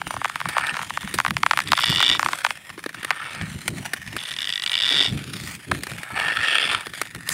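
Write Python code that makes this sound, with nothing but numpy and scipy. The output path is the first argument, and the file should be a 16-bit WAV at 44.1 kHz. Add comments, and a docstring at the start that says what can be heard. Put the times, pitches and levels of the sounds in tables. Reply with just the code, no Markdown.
"""Skating on thin black ice

A skater carries the microphone along a canal. The sheet cracks underfoot, and each crack arrives as
a short falling chirp because high bending waves outrun low ones. One blade chatters through its push,
gripping and slipping; the other rasps as it shaves the ice. The skates clack between strides,
the glide hisses and the airstream buffets the microphone."""
import sys
import numpy as np
from scipy import signal
from scipy.fft import rfft, irfft
from scipy.io import wavfile
from scipy.ndimage import uniform_filter1d

SR = 44100
rng = np.random.default_rng(int(sys.argv[2]) if len(sys.argv) > 2 else 0)


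def put_to_file(sound):
    """Save the sound as 16-bit audio at rate SR, in the file named by the first command-line argument."""
    columns = np.atleast_2d(sound).T  # one column per channel
    safe = np.clip(columns, -1, 1)
    whole_steps = np.round(safe * 32767)
    wavfile.write(sys.argv[1], SR, whole_steps.astype(np.int16))


N = 323253
TIME = np.arange(N) / SR


def from_db(db):
    """Decibels to gain."""
    return 10 ** (np.asarray(db) / 20)


def rms_one(x):
    """Scale to unit power."""
    return x / np.sqrt(np.mean(x ** 2) + 1e-20)


def in_time(rows):
    """Each column of an automation curve at every sample."""
    times, *columns = np.transpose(rows)
    return [np.interp(TIME, times, column) for column in columns]


def during(rows, fade_s=0.01):
    """A gate that is open while a curve lasts."""
    return np.clip(np.minimum(TIME - rows[0][0], rows[-1][0] - TIME) / fade_s, 0, 1)


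def held(start, end, attack_s, release_s):
    """Envelope: attack before the start, hold, release after the end."""
    attack = np.maximum(start - TIME, 0) / attack_s
    release = np.maximum(TIME - end, 0) / release_s
    return np.exp(-np.minimum(attack + release, 20))


def add(track, start_s, sound):
    """Mix a short sound into a track."""
    start = max(round(start_s * SR), 0)
    track[start:start + len(sound)] += sound[:max(N - start, 0)]


def gain_at(spectrum, hz):
    """Gain of an EQ curve, falling 20 dB per octave beyond its ends."""
    points_hz, db = np.transpose(spectrum)
    octave, points = np.log2(np.maximum(hz, 1)), np.log2(points_hz)
    beyond = np.abs(octave - np.clip(octave, points[0], points[-1]))
    return from_db(np.interp(octave, points, db) - 20 * beyond)


def colour(x, spectrum, size=4096):
    """Minimum-phase EQ that keeps the power of white noise."""
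    cepstrum = irfft(np.log(gain_at(spectrum, np.fft.rfftfreq(size, 1 / SR))))
    cepstrum[1:size // 2] *= 2
    cepstrum[size // 2 + 1:] = 0
    response = irfft(np.exp(rfft(cepstrum)))
    return signal.oaconvolve(x, response / np.linalg.norm(response))[:N]


def wobble(depth_db, rate_hz):
    """A randomly wandering gain with unit power."""
    knots = rng.standard_normal(N // 20)
    drift = rms_one(np.interp(TIME * rate_hz, np.arange(len(knots)), knots))
    return rms_one(from_db(depth_db * drift))


def burst(decay_s, rise_s, size):
    """Noise that swells quickly and dies away."""
    t = np.arange(size) / SR
    return (1 - np.exp(-t / rise_s)) * np.exp(-t / decay_s) * rng.standard_normal(size)


def crumble(impulses, decay_s, rise_s=0.001):
    """The energy of each impulse breaks up into a burst of noise."""
    power = impulses ** 2
    for time_s in (rise_s, decay_s):
        pole = np.exp(-2 / (time_s * SR))
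        power = signal.lfilter([1 - pole], [1, -pole], power + 1e-18)
    return np.sqrt(power) * rng.standard_normal(N)


def slip_train(per_s, unevenness, spread_db, count=4000):
    """Stick and slip: impulses at uneven gaps, with unit power."""
    timing, strength = rng.standard_normal((2, count))
    gaps = np.exp(unevenness * timing - unevenness ** 2 / 2)
    at = (np.cumsum(gaps) / per_s * SR).astype(int)
    train = np.zeros(N)
    train[at[at < N]] = from_db(spread_db * np.clip(strength, -2, 2))[at < N]
    return rms_one(train)


def wandering_contact(x, depth_db, size=256):
    """The point of contact wanders along the runner, so narrow bands swell and fade irregularly."""
    spectrum = signal.stft(x, nperseg=size)[2]
    patches = uniform_filter1d(rng.standard_normal(spectrum.shape), size=2, axis=0)
    patches = rms_one(uniform_filter1d(patches, size=70, axis=1))
    return signal.istft(spectrum * rms_one(from_db(depth_db * patches)), nperseg=size)[1][:N]


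# friction bed of the gliding skate: time_s, level_db
GLIDE_LEVEL = [(0, -52), (0.9, -45.5), (1.38, -52), (2.3, -42.5), (2.58, -52.5), (2.85, -56.5),
               (3.25, -50.5), (3.5, -49), (4.05, -51), (4.3, -45), (4.6, -48), (5.2, -48.5), (5.62, -50.5),
               (5.9, -48.5), (6.55, -47.5), (7.1, -54.5), (7.33, -51.5)]
# sideways scuffs, ever harder until the blade lifts: start_s, lift_s, hiss_db, spray_db
SCUFFS = [(0.06, 0.15, -44.5, -44.5), (0.4, 0.536, -47, -51), (1.45, 1.934, -39.5, -59),
          (2.325, 2.52, -45.5, -48), (3.565, 3.893, -47, -51), (5.215, 5.55, -45, -44),
          (6.84, 7.058, -44, -56), (7.307, 7.336, -37, -30)]
# blade hiss, fine ice spray and the runner's murmur: freq_hz, gain_db
HISS_EQ = [(2500, 19), (3500, -2), (5000, 9.5), (6300, -4.5), (7300, 8), (8200, 6), (9300, 15.5),
           (10800, 4), (12500, 5.5), (15000, -70)]
SPRAY_EQ = [(6000, -4), (10000, -6), (12500, -17), (13800, -14), (15300, -14), (16000, -18)]
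RUNNER_EQ = [(300, -26), (550, -10), (1000, -6), (1600, -2), (1830, 3), (1980, -2.5), (2180, -1),
             (2550, -5), (3400, -5), (6000, -19.5)]


def glide(hiss_db=-1, spray_db=-5, runner_db=5, scuff_swell_db=8.5, tick_gain=0.91):
    """Steel running on ice: a gritty hiss, with small ticks where it meets flaws in the surface."""
    bed_db = in_time(GLIDE_LEVEL)[0]
    hiss, spray, runner = (from_db(bed_db + db) for db in (hiss_db, spray_db, runner_db))
    for start_s, lift_s, db, fine_db in SCUFFS:
        still_to_go = np.clip((lift_s - TIME) / (lift_s - start_s), 0, 1)
        swell = from_db(-scuff_swell_db * still_to_go)
        scuff = swell * held(start_s, lift_s, attack_s=0.0065, release_s=0.015)
        hiss = np.hypot(hiss, scuff * from_db(db))
        spray = np.hypot(spray, scuff * from_db(fine_db))
        runner = np.hypot(runner, scuff * from_db(db + runner_db))
    flaws = slip_train(per_s=70, unevenness=0.8, spread_db=3.5)
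    sound = np.zeros(N)
    for level, eq in [(hiss, HISS_EQ), (spray, SPRAY_EQ), (runner, RUNNER_EQ)]:
        friction = rng.standard_normal(N) + tick_gain * crumble(flaws, decay_s=0.0015, rise_s=0.0015)
        sound += colour(level * friction, eq)
    gritty = sound * wobble(depth_db=3, rate_hz=100)
    return wandering_contact(gritty, depth_db=3.5)


# bed of moving air between gusts: time_s, rumble_db
AIRSTREAM = [(0, -44), (0.7, -49), (1.1, -42.5), (2.2, -46.5), (2.7, -50.5), (3.1, -53), (3.6, -44.5),
             (4.3, -52.5), (4.8, -50.5), (5.3, -38.5), (6.1, -45), (6.6, -49), (7.33, -45)]
# gusts on the microphone: peak_s, swell_s, rumble_db, flutter_db
GUSTS = [(0.48, 0.026, -34, -58), (0.82, 0.014, -37, -58), (1.06, 0.013, -28.5, -52),
         (1.176, 0.016, -23, -49), (1.325, 0.036, -31, -48), (1.702, 0.032, -31.5, -38),
         (1.925, 0.033, -28, -38), (2.16, 0.12, -43.5, -41), (3.44, 0.043, -28, -50),
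         (3.53, 0.03, -30.5, -58), (3.735, 0.048, -27.5, -34.5), (4.08, 0.046, -36.5, -63),
         (4.157, 0.014, -34, -35.5), (5.14, 0.048, -27, -37), (5.28, 0.059, -42, -42),
         (5.47, 0.057, -38, -52), (5.725, 0.034, -31, -37.5)]
# deep rumble and higher flutter of the air: freq_hz, gain_db
RUMBLE_EQ = [(22, -34), (40, -23), (60, -4.5), (100, 1), (155, 3.5), (220, -4), (350, -29.5), (700, -30.5)]
FLUTTER_EQ = [(110, -12.5), (190, -10.5), (270, 0), (380, -7), (520, -19), (1000, -34)]


def wind(bed_flutter_db=-7):
    """Eddies hit the microphone port in lumps; gusts swell out of the airstream and fade again."""
    rumble = from_db(in_time(AIRSTREAM)[0]) * wobble(depth_db=3.5, rate_hz=22)
    flutter = rumble * from_db(bed_flutter_db)
    for peak_s, swell_s, rumble_db, flutter_db in GUSTS:
        gust = np.exp(-np.minimum(((TIME - peak_s) / swell_s) ** 2 / 2, 20))
        rumble = np.hypot(rumble, gust * from_db(rumble_db))
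        flutter = np.hypot(flutter, gust * from_db(flutter_db))
    lumps = wobble(depth_db=3.5, rate_hz=41)
    low = rumble * colour(rng.standard_normal(N), RUMBLE_EQ)
    high = flutter * colour(rng.standard_normal(N), FLUTTER_EQ)
    return lumps * (low + high)


# patches of small cracks under a loaded blade: start_s, end_s, level_db
CRACKLING = [(0.302, 2.5, -36), (0.58, 0.82, -28.5), (1.74, 2.17, -23.5)]


def faint_snaps(spread_db=4.5, tilt_db=2.5, per_patch=9):
    """Small cracks at random moments, as rows like those of ICE_SNAPS."""
    return [(rng.uniform(start_s, end_s), db + spread_db * rng.standard_normal(),
             rng.uniform(1.7, 4.42), tilt_db + rng.standard_normal(), rng.uniform(0, 2))
            for start_s, end_s, db in CRACKLING for _ in range(per_patch)]


# cracks in the sheet: arrival_s, level_db, lag_at_1khz_ms, tilt_db_per_octave, second_jump_ms
ICE_SNAPS = [(0.0173, -21.5, 2.0, -1, 1.3), (0.0696, -27, 4.3, -7, 0.49), (0.1078, -21.5, 3.7, -2, 0.22),
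             (0.1412, -26, 3.6, -7, 0.34), (0.167, -22.5, 4.2, -2.5, 0.22), (0.2166, -22, 4.5, -3.5, 0.096),
             (0.2471, -15.5, 4.5, 3.5, 0.11), (0.2562, -17.5, 4.2, -1, 0.33), (0.2987, -24, 3.8, 4.5, 0.12),
             (0.3588, -19.5, 3.7, 4.5, 0.087), (0.4044, -23.5, 3.5, 5.5, 0.076),
             (0.4151, -21.5, 3.9, 1, 0.074), (0.4573, -19.5, 4.0, -1, 0.064),
             (0.5683, -14, 4.1, -4.5, 0.28), (0.5834, -13.5, 3.6, 3.5, 0.11), (0.7533, -28, 3.1, 0.5, 1.25),
             (0.7929, -22.5, 4.0, -1.5, 2.15), (0.832, -28, 3.3, 1, 0.13), (0.9062, -22.5, 3.0, 0, 1.04),
             (0.9748, -17.5, 3.5, 2, 0.13), (1.1883, -13.5, 3.7, 3.5, 0.16), (1.2025, -13.5, 3.1, 4.5, 0.1),
             (1.2503, -16, 2.7, 2.5, 0.12), (1.2645, -15.5, 2.9, 3.5, 0.073),
             (1.3084, -18.0, 2.3, 6.5, 0.074), (1.3687, -16, 2.5, 3, 0.39), (1.4344, -10.5, 5.4, 2.5, 0.9),
             (1.4647, -11, 2.6, 3, 0.1), (1.5119, -9.5, 2.8, 2, 2.1), (1.5351, -16.0, 3.3, 0.5, 1.55),
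             (1.575, -14.5, 2.4, 6, 0.081), (1.5908, -14.5, 2.2, 4.5, 0.1), (1.6044, -20, 2.5, 5.5, 0.43),
             (1.7206, -10.5, 3.2, 4.5, 0.25), (1.7333, -9.5, 2.6, 1.5, 0.21), (1.7782, -19.0, 3.0, 4, 0.14),
             (1.8373, -17.5, 2.9, 3, 0.22), (1.926, -24, 2.2, -1, 0.3), (2.0051, -15.5, 2.0, 4, 0.26),
             (2.0283, -14.5, 3.6, 5, 1.35), (2.1959, -14, 3.0, 4.0, 0.14), (2.2302, -14.5, 2.4, 2.5, 0.16),
             (2.2622, -13.5, 2.3, -0.5, 0.9), (2.2881, -18.5, 4.6, 2.5, 0.17), (2.3336, -16, 3.0, 2.5, 1.9),
             (2.4495, -11.0, 3.1, 2.5, 1.25), (2.4669, -18, 4.2, 2.5, 0.3), (2.5078, -18.5, 3.2, 3, 0.38),
             (3.1075, -12, 3.6, 1.5, 0.42), (3.1138, -20.5, 5.0, 0.5, 0.43), (5.7181, -15, 5.2, -4.5, 0.51)]
# tone radiated by the ice sheet: freq_hz, gain_db
SHEET_EQ = [(250, -35), (480, -14), (700, -1.5), (1100, 8), (2000, 0.5), (3000, -8), (5000, -17.5),
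            (8000, -29), (15000, -43)]
# crisp top of ice splinters and skate clacks: freq_hz, gain_db
CRISP_EQ = [(2000, -3), (4500, 9.5), (6500, -1), (9300, 11.5), (12000, 0), (15500, -3)]


def cracks(dispersion=0.4, pivot_hz=1400, jump_gain=0.47, echo_gain=0.21, longest_echo_s=0.003465,
           splinter_db=-23, size=2048):
    """Bending waves in floating ice run faster the higher they are: a snap lands as a falling chirp."""
    chirps, splinters = np.zeros((2, N))
    hz = np.fft.rfftfreq(size, 1 / SR)
    octaves = np.log2(np.maximum(hz, 600) / pivot_hz)
    for arrival_s, db, lag_ms, tilt_db, jump_ms in list(ICE_SNAPS) + faint_snaps():
        tone = gain_at(SHEET_EQ, hz) * from_db(tilt_db * octaves)
        travel = np.exp(-2j * np.pi * lag_ms / dispersion * (hz / 1000) ** dispersion)
        # the crack runs on in a second, weaker jump
        jumps = 1 + jump_gain * np.exp(-2j * np.pi * hz * jump_ms / 1000)
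        # a flaw in the sheet sends back a faint echo
        echo = 1 + echo_gain * np.exp(-2j * np.pi * hz * longest_echo_s * rng.uniform(0.5, 1))
        chirp = irfft(tone * travel * jumps * echo)
        chirp *= np.sqrt(0.005 * SR) / np.linalg.norm(chirp)  # the energy of 5 ms at unit power
        start_s = arrival_s - lag_ms / 1000 * 1.5 ** (dispersion - 1)  # 1.5 kHz lands on the cue
        add(chirps, start_s, from_db(db) * chirp)
        splinter = burst(decay_s=0.0062, rise_s=0.00039, size=size)
        add(splinters, start_s, from_db(db + splinter_db) * splinter)
    return chirps + colour(splinters, CRISP_EQ)


# strokes of the rasping blade, one curve per push: time_s, level_db, bite_db
RASP_PUSHES = [
    [(0.12, -51, -8), (0.44, -39.5, 0), (0.61, -28.5, -7.5), (0.69, -26.5, -10.5), (0.92, -52, 0)],
    [(2.96, -40.5, -2), (3.1, -37, -1), (3.27, -31.5, -7), (3.48, -37.5, -2)],
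    [(5.93, -51, -12), (6.06, -39, -19), (6.17, -25.5, -6.5), (6.32, -29, -3), (6.47, -26.5, 0),
     (6.58, -27, 1), (6.73, -24.5, -0.5), (6.85, -43, 5)],
]
# its loudest crunches: start_s, level_db
CRUNCHES = [(0.694, -7), (0.771, -12.5), (6.199, -4.5), (6.2843, -5.5), (6.3702, -2), (6.4473, -5),
            (6.4833, 0.5), (6.507, -2), (6.5541, 3), (6.5831, 1.5), (6.693, -10), (6.7137, -7),
            (6.7474, 2.5), (6.8076, -7)]
# its body, its biting edge and the dull grind of either blade digging in: freq_hz, gain_db
RASP_BODY_EQ = [(200, -26.5), (550, -15.5), (920, -1.5), (1100, -5), (1320, 6.5), (1550, 2), (1800, 8),
                (2000, -6.5), (2230, 5.5), (3000, -19), (4000, -34), (6400, -63), (8700, -11), (14000, -83)]
RASP_EDGE_EQ = [(1200, -11.5), (2200, -3), (2650, 5), (3050, 0), (3380, -1), (3950, -11.5), (4400, -7.5),
                (5300, -12), (6500, -30), (7100, -19), (7800, -24), (8700, -18), (10500, -21.5),
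                (14000, -52)]
GRIND_EQ = [(170, -15), (280, 1), (400, -1), (560, -4.5), (900, -5)]


def rasp(edge_db=-1, full_push_db=-28, crunch_db=-7.5, grind_db=-13.5, grain_s=0.0016, smooth_gain=0.35,
         ring_hz=1810, ring_q=75, ring_db=-4):
    """One blade shaves the ice in dense grains; a harder bite brings out its upper resonances."""
    body, edge, crunches = np.zeros((3, N))
    for push in RASP_PUSHES:
        db, bite_db = in_time(push)
        pressure_db = 0.5 * (db - full_push_db)
        body += during(push) * from_db(db)
        edge += during(push) * from_db(db + edge_db + bite_db + pressure_db)
    for start_s, db in CRUNCHES:
        add(crunches, start_s, from_db(db + crunch_db) * burst(grain_s, rise_s=0.00022, size=600))
    grains = slip_train(per_s=200, unevenness=0.55, spread_db=-0.5)
    body *= crumble(grains, grain_s) + smooth_gain * rng.standard_normal(N)
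    edge *= crumble(grains, grain_s) + smooth_gain * rng.standard_normal(N)
    sound = colour(body + crunches, RASP_BODY_EQ) + colour(edge + 0.83 * crunches, RASP_EDGE_EQ)
    sound += from_db(grind_db) * colour(edge, GRIND_EQ)
    # a sharp mode of the runner sings along
    ring = signal.lfilter(*signal.iirpeak(ring_hz, ring_q, fs=SR), sound)
    return wandering_contact(sound + from_db(ring_db) * ring, depth_db=3.5)


# clacks of the skates: start_s, level_db, treble_offset_db, knock_offset_db, decay_s
CLACKS = [(0.487, -15.5, -18, -34, 0.0078), (1.14, -19.5, -10, -7, 0.0098), (1.28, -11, -24, -29, 0.0028),
          (2.701, -21, -31, -45, 0.0037), (2.777, -25, -37, -6, 0.0052), (2.861, -10.5, -25, -2.5, 0.0024),
          (2.891, -23, -22, -39, 0.005), (2.944, -22, -23, -36, 0.0055), (3.03, -15.5, -21, -26, 0.0026),
          (3.412, -13, -44, -38, 0.0026), (3.679, -5.5, -15.5, -15, 0.0028), (3.934, -11, -16, -19, 0.0042),
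          (4.165, -12, -20, -37, 0.0035), (5.714, -8, -25.5, -30, 0.0037), (5.748, -17.5, -22, -11, 0.0028),
          (5.834, -19.5, -11, -14, 0.0042), (5.868, -17.5, -20, -11, 0.0038),
          (5.916, -17, -22, -18, 0.0025), (6.032, -15.5, -19, -16, 0.0024), (6.868, -14.5, -23, -9, 0.0023),
          (6.935, -16, -36, -22, 0.0029), (7.015, -6, -18.5, -16, 0.0028), (7.29, -8, -6.5, -37, 0.0017),
          (7.301, -22.5, -11, -43, 0.006)]
# body and dull knock of a clack: freq_hz, gain_db
CLACK_BODY_EQ = [(200, -4), (500, -7.5), (1000, -2.5), (1850, 6.5), (2600, -4), (3700, -7), (6000, -16.5),
                 (14000, -39)]
CLACK_KNOCK_EQ = [(120, -27), (300, 2), (480, -3), (800, -16.5), (1500, -29)]


def clacks(body_db=-3, top_db=8.5, knock_db=-2, rise_s=0.00079, top_rise_s=0.00065, top_lead_s=0.0005,
           size=1500):
    """A skate touches down or its parts knock together: a brief, bright rattle over a dull knock."""
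    body, top, knock = np.zeros((3, N))
    for start_s, db, treble_db, low_db, decay_s in list(CLACKS) + rattles():
        add(body, start_s, from_db(db + body_db) * burst(decay_s, rise_s, size))
        click = from_db(db + treble_db + top_db) * burst(decay_s, top_rise_s, size)
        add(top, start_s - top_lead_s, click)
        add(knock, start_s, from_db(db + low_db + knock_db) * burst(decay_s, rise_s, size))
    return colour(body, CLACK_BODY_EQ) + colour(top, CRISP_EQ) + colour(knock, CLACK_KNOCK_EQ)


# modes of the chattering blade: pitch_hz, width_hz, level_db
BLADE_MODES = [(1040, 206, -17), (1410, 236, -12.5), (1933, 83, -2), (2300, 73, -4), (2900, 150, -0.5),
               (3505, 251, 6), (3682, 406, 1), (4610, 230, -8.5), (5290, 470, -13), (6880, 810, -22),
               (8160, 1500, -22.5)]


def blade_ring(force):
    """A force rings the steel runner's damped modes, summed in alternating polarity."""
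    t = np.arange(2048) / SR
    response = np.zeros_like(t)
    for k, (pitch_hz, width_hz, db) in enumerate(BLADE_MODES):
        mode = width_hz * np.exp(-np.pi * width_hz * t) * np.sin(2 * np.pi * pitch_hz * t)
        response += (-1) ** k * from_db(db) * mode
    return signal.oaconvolve(force, response / np.linalg.norm(response))[:N]


# strokes of the chattering blade, one curve per push: time_s, slips_per_s, slip_db, scrape_db
CHATTER_PUSHES = [
    [(1.67, 31.7, -36, -66), (1.76, 64.4, -16, -53), (1.85, 118, -12, -44), (1.94, 131, -15, -40),
     (2.11, 125, -12.5, -31), (2.18, 110, -26.5, -28)],
    [(4.17, 85.6, -29, -51), (4.29, 91, -25, -73), (4.34, 40.8, -19, -70), (4.42, 88.6, -17.5, -54),
     (4.52, 52, -16.5, -64), (4.69, 48, -17, -69), (4.8, 107, -16, -67), (4.92, 138, -13, -30.5),
     (5.05, 139, -14, -28.5), (5.125, 94, -33.5, -46)],
]
# its hardest slips: start_s, level_db
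HARD_SLIPS = [(1.6737, -20.5), (1.8412, -6.5), (1.9592, -7.5), (2.098, -5.5), (4.3869, -17), (4.492, -16.5),
              (4.621, -16.5), (4.662, -11), (4.7533, -11)]


def chatter(strike_db=17, grit_db=1, scrape_db=1.5, grind_db=-9.5, grit_lead_s=0.0003, contact_hz=10500):
    """The other blade grips and lets go; each slip strikes the steel and crushes a little ice."""
    force = np.zeros(N)
    for start_s, db in list(HARD_SLIPS) + [slip for push in CHATTER_PUSHES for slip in slips(push)]:
        add(force, start_s, from_db([db + strike_db]))
        grit = burst(decay_s=0.002, rise_s=0.00059, size=600)
        add(force, start_s - grit_lead_s, from_db(db + grit_db) * grit)
    scrape_level = sum(during(push) * from_db(in_time(push)[2] + scrape_db) for push in CHATTER_PUSHES)
    small_slips = slip_train(per_s=160, unevenness=0.55, spread_db=3)
    scrape = scrape_level * crumble(small_slips, decay_s=0.0009)
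    # the ice yields, which softens each blow
    softened = signal.sosfilt(signal.butter(2, contact_hz, fs=SR, output="sos"), force + scrape)
    ringing = wandering_contact(blade_ring(softened), depth_db=2.1)
    return ringing + from_db(grind_db) * colour(scrape, GRIND_EQ)


def slips(push, unevenness=0.22, spread_db=1, clear_s=0.007, count=130):
    """Slips follow the rate and level of a push, a little unevenly; rows of start_s, level_db."""
    per_s, db, _ = in_time(push)
    cycles = np.cumsum(per_s * during(push)) / SR
    jitter, strength = np.clip(rng.standard_normal((2, count)), -2, 2)
    marks = np.arange(count) + 0.5 + unevenness * jitter
    due = (marks > 0) & (marks < cycles[-1])
    start_s = np.interp(marks[due], cycles, TIME)
    level_db = np.interp(start_s, TIME, db) + spread_db * strength[due]
    # no other slip falls within a few milliseconds of a hard slip
    apart = np.abs(start_s[:, None] - np.array(HARD_SLIPS)[:, 0]).min(axis=1) > clear_s
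    return list(zip(start_s[apart], level_db[apart]))


# forward swings of a skate: start_s, end_s
SWINGS = [(2.7, 3.05), (5.722, 6.07), (6.95, 7.2)]


def rattles(level_db=-25, spread_db=6, treble_db=-19, knock_db=-24, decay_s=0.0023, per_swing=5):
    """A swinging skate rattles faintly at random moments, as rows like those of CLACKS."""
    return [(rng.uniform(start_s, end_s), level_db + spread_db * rng.standard_normal(),
             treble_db, knock_db, decay_s) for start_s, end_s in SWINGS for _ in range(per_swing)]


def scene(mic_hiss_db=-60.5):
    """Open ice gives no reverb: all sources reach the microphone dry, in mono."""
    mic_hiss = from_db(mic_hiss_db) * rng.standard_normal(N)
    return (cracks() + chatter() + rasp() + clacks() + glide() + wind() + mic_hiss)[None, :]


def record(dry, ceiling=0.9, cutoff_hz=15700):
    """Peaks are clipped, then a steep low-pass cuts the very top."""
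    clipped = np.clip(dry, -ceiling, ceiling)
    return signal.sosfilt(signal.ellip(10, 0.2, 80, cutoff_hz, fs=SR, output="sos"), clipped)


dry = scene()
out = record(dry)
put_to_file(out)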